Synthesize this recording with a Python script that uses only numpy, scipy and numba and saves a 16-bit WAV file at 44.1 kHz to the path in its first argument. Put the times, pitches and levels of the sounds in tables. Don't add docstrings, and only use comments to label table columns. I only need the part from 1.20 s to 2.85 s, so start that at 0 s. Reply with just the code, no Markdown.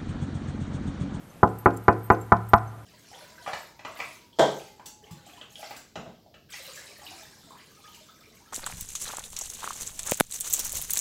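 import sys
import numpy as np
from scipy import signal
from scipy.fft import rfft, irfft
from scipy.io import wavfile
from numba import njit

SR = 44100
rng = np.random.default_rng(int(sys.argv[2]) if len(sys.argv) > 2 else 0)


def invert_db(level):
    return 10 ** (np.asarray(level, dtype=float) / 20)


def transcribe(signal):
    frames = np.atleast_2d(signal).T
    limited = np.clip(frames, -1, 1)
    pcm = np.round(limited * 32767).astype(np.int16)
    wavfile.write(sys.argv[1], SR, pcm)


N = 72765

# start [s], level [dB], contact time [ms], extra level of the low panel
# modes [dB], level of the frame slap over the blow [dB].
KNOCKS = [
    (0.2301, -7, 0.81, -1.5, 6),
    (0.4587, -6.5, 0.58, 1, 3),
    (0.6818, -5, 0.59, 0.5, 2.4),
    (0.9019, -6, 0.58, -0.5, 3.63),
    (1.1199, -5, 0.68, -13, 3.5),
    (1.3343, -2.5, 0.68, -17.5, 2.5),
]


def strikes(times, gains):
    x = np.zeros(N + 1)
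    at = np.asarray(times) * SR
    i = at.astype(int)
    np.add.at(x, i, gains * (1 - at + i))
    np.add.at(x, i + 1, gains * (at - i))
    return x[:N]


def decay(t60):
    return np.exp(-np.log(1000) / (t60 * SR))


def ring(x, hz, t60):
    pole = decay(t60) * np.exp(2j * np.pi * hz / SR)
    return signal.lfilter([1], [1, -pole], x).imag


def body(times, db, modes, scatter_db):
    chance = rng.standard_normal((len(times), len(modes)))
    out = np.zeros(N)
    for k, (hz, mode_db, t60) in enumerate(modes):
        gains = invert_db(db + mode_db + scatter_db * chance[:, k])
        out += ring(strikes(times, gains), hz, t60)
    return out


def burst(times, db, hz, width_hz, t60):
    fade = signal.lfilter([1], [1, -decay(t60)], strikes(times, invert_db(db)))
    edges = np.clip([hz - width_hz / 2, hz + width_hz / 2], 100, SR * 0.45)
    band = signal.butter(2, edges, "band", fs=SR, output="sos")
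    return signal.sosfilt(band, fade * rng.standard_normal(N))


def air():
    # frequency [Hz], level per Hz [dB].
    floor_curve = [(20, -13), (60, -8.5), (150, 0), (400, -8.5), (1500, -17.5), (5000, -30.5),
                   (13500, -29.5), (16000, -60.5)]
    level_db, duck_db, duck_hold_s = -49.5, -1.5, 1.5

    curve_hz, curve_db = np.array(floor_curve).T
    f = np.maximum(np.arange(N // 2 + 1) * SR / N, 1)
    tint = invert_db(np.interp(np.log(f), np.log(curve_hz), curve_db))
    hiss = irfft(rfft(rng.standard_normal(N)) * tint, N)

    blows = strikes(np.array(KNOCKS)[:, 0], 0.41)
    load = np.tanh(signal.lfilter([1], [1, -np.exp(-1 / (duck_hold_s * SR))], blows))
    return hiss * invert_db(level_db + duck_db * load) / hiss.std()


def keys():
    # start [s], first ring [dB], second ring [dB].
    hits_a = [(0.388, -31, -54), (0.3934, -48, -64), (0.4075, -41, -70), (0.6274, -59, -54),
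              (0.6374, -38, -51), (0.7881, -71, -50), (0.832, -38, -49), (0.8415, -47, -37),
              (0.8564, -45, -43), (0.8629, -40, -53), (0.9173, -46, -59.5), (0.9996, -54, -48),
              (1.0444, -66, -66), (1.0635, -71, -50), (1.291, -47, -37), (1.291, -39, -44),
              (1.3464, -39, -68), (1.3608, -35, -57)]
    hits_b = [(0.0992, -45, -65), (0.2884, -59, -51), (0.4644, -63, -55), (0.5354, -76, -48),
              (0.5652, -50, -41.5), (0.9323, -40, -59), (0.9837, -67, -54), (1.0121, -51, -39),
              (1.1263, -69.5, -63), (1.2675, -67, -58), (1.4331, -67, -60), (1.4574, -74, -64),
              (1.475, -44, -60), (1.5738, -53, -90), (1.6342, -72, -69)]
    hits_c = [(0.2882, -49, -68), (0.3177, -57, -78), (0.3544, -59, -67), (0.4664, -54, -53),
              (0.4828, -62, -67), (0.7701, -64, -71), (0.9353, -63, -54), (1.012, -59, -55),
              (1.1803, -70, -86), (1.3917, -52, -77), (1.417, -74, -84)]
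    ring_hz = [(12420, 13620, 8600), (6210, 7440, 11400), (8320, 13830, 11100)]
    # t60 of the three rings [s, s, s], third ring against the louder of the others [dB].
    ring_decay = [(.071, .071, .071, -9), (0.09, 0.077, 0.14, -7.5), (.21, .151, .061, -11)]
    # start [s], level [dB].
    click_hits = [(0.386, -31.5), (0.4509, -61.5), (0.4654, -60), (0.546, -44), (0.5544, -63),
                  (0.5721, -27.5), (0.7128, -45.5), (0.794, -46), (0.92, -31), (0.9314, -40), (1.0137, -42),
                  (1.0725, -60), (1.121, -36.5), (1.2326, -48), (1.2675, -56), (1.2873, -36), (1.3514, -59),
                  (1.3643, -48), (1.474, -66)]
    touch_ms, second_lift_db = 0.66, 5
    keys_db, clicks_db = -9, -6.4

    touch = signal.windows.hann(int(touch_ms * SR / 1000) + 3)
    jingle = np.zeros(N)
    for hits, pitches, (*t60s, third_db) in zip((hits_a, hits_b, hits_c), ring_hz, ring_decay):
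        s, first, second = np.array(hits).T
        second = second + second_lift_db
        third = np.maximum(first, second) + third_db
        for hz, t60, db in zip(pitches, t60s, (first, second, third)):
            soft = touch * np.cos(2 * np.pi * hz / SR * np.arange(len(touch))) * 2 / touch.sum()
            jingle += ring(np.convolve(strikes(s, invert_db(db)), soft)[:N], hz, t60)

    s, db = np.array(click_hits).T
    clicks = burst(s, db, hz=10720, width_hz=7700, t60=0.022)
    return invert_db(keys_db) * jingle + invert_db(clicks_db) * clicks


def wood_grain():
    low_hz, top_hz, level_db, t60_s = 260.5, 3293, -21, 0.18
    pick = rng.random((50, 2))
    hz = low_hz * (top_hz / low_hz) ** pick[:, 0]
    t60 = t60_s * (0.5 + pick[:, 1]) * (700 / hz) ** 0.4
    return np.c_[hz, level_db + 0 * hz, t60]


def door():
    # frequency [Hz], level [dB], t60 [s].
    panel_low = [(385.6, -5.5, 0.086), (455.7, -22.5, 0.4), (505, -13.5, 0.32), (578, -6.5, 0.14)]
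    panel = [(689, -6.5, 0.11), (798, -16.5, 0.23), (855, -1.5, 0.12), (1001.2, 3.5, 0.064),
             (1053, -13.5, 0.15), (1216.7, -0.5, 0.064), (1314.5, 8.5, .05), (1416, -7, 0.045),
             (1551, -6, 0.046), (1734, -4.5, 0.023), (1962, -1.5, 0.025), (2040, -40, 0.035)]
    leaf = [(70, -28, 0.58), (110.5, -18.5, 1.05), (139.8, -28, 0.6), (164, -44, 0.035), (181, -14.5, 0.47),
            (211.7, 0, 0.087), (278, -10, 0.034)]
    scatter_db, low_edge_hz, low_cut_hz = 1.5, 620, 79.5
    slap_ms, tick_ms, echo_ms = 2.7114, 0.39, 44.5
    tick_db, echo_db = -44, -38.5

    out = np.zeros(N)
    grain = wood_grain()
    is_low = grain[:, 0] < low_edge_hz
    plus = np.arange(len(grain)) % 2 == 1
    for s, db, contact_ms, low_db, slap_db in KNOCKS:
        when = np.array([s, s + slap_ms / 1000])
        size = np.array([db, db + slap_db])
        rung = body(when, size, panel, scatter_db)
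        rung += body(when, size + low_db, panel_low, scatter_db)
        rung += body(when, size, leaf, scatter_db)
        here = grain + np.outer(is_low, [0, low_db, 0])
        rung += body(when, size, here[plus], 3.53)
        rung -= body(when, size, here[~plus], 4.3)

        u = np.arange(128) / SR * 1000 / contact_ms
        push = np.where(u < 1, np.sin(np.pi * u) ** 2, 0)
        out -= invert_db(-8) * np.convolve(rung, push / push.sum())[:N]

        slap = when[1:]
        out += burst(slap + tick_ms / 1000, size[1:] + tick_db, hz=3600, width_hz=5000, t60=0.039)
        answer = slap + echo_ms / 1000 + np.array([-0.002, 0.002])
        out += burst(answer, db + echo_db, hz=3670, width_hz=3900, t60=0.021)
    return signal.sosfilt(signal.butter(4, low_cut_hz, "high", fs=SR, output="sos"), out)


@njit
def walls(x, lags, gain, damp):
    line, soft, out = np.zeros((8, 4096)), np.zeros(8), np.zeros(len(x))
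    for i in range(len(x)):
        total = 0.
        for k in range(8):
            soft[k] += (1 - damp) * (gain[k] * line[k, (i - lags[k]) & 4095] - soft[k])
            total += soft[k]
            out[i] += soft[k] * (1 - 2 * (k % 2))
        for k in range(8):
            line[k, i & 4095] = x[i] + soft[k] - total / 4
    return out


def hall(knock):
    level_db, t60_s, damp = -31, 0.81, 0.27
    lags = np.array([709, 977, 1213, 1493, 1801, 2111, 2447, 2803])
    gain = invert_db(-60 * lags / SR / t60_s)
    return invert_db(level_db) * walls(knock + 1e-18, lags, gain, damp)


def scene():
    knock = door()
    return (knock + hall(knock) + keys() + air())[None]


def top_cut(x):
    return signal.sosfilt(signal.butter(12, 16460, fs=SR, output="sos"), x)


def record(dry):
    knee = 0.9
    room = 1 - knee
    over = np.maximum(np.abs(dry) - knee, 0)
    mix = np.clip(dry, -knee, knee) + np.sign(dry) * room * np.tanh(over / room)
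    return top_cut(mix)


dry = scene()
out = record(dry)
transcribe(out)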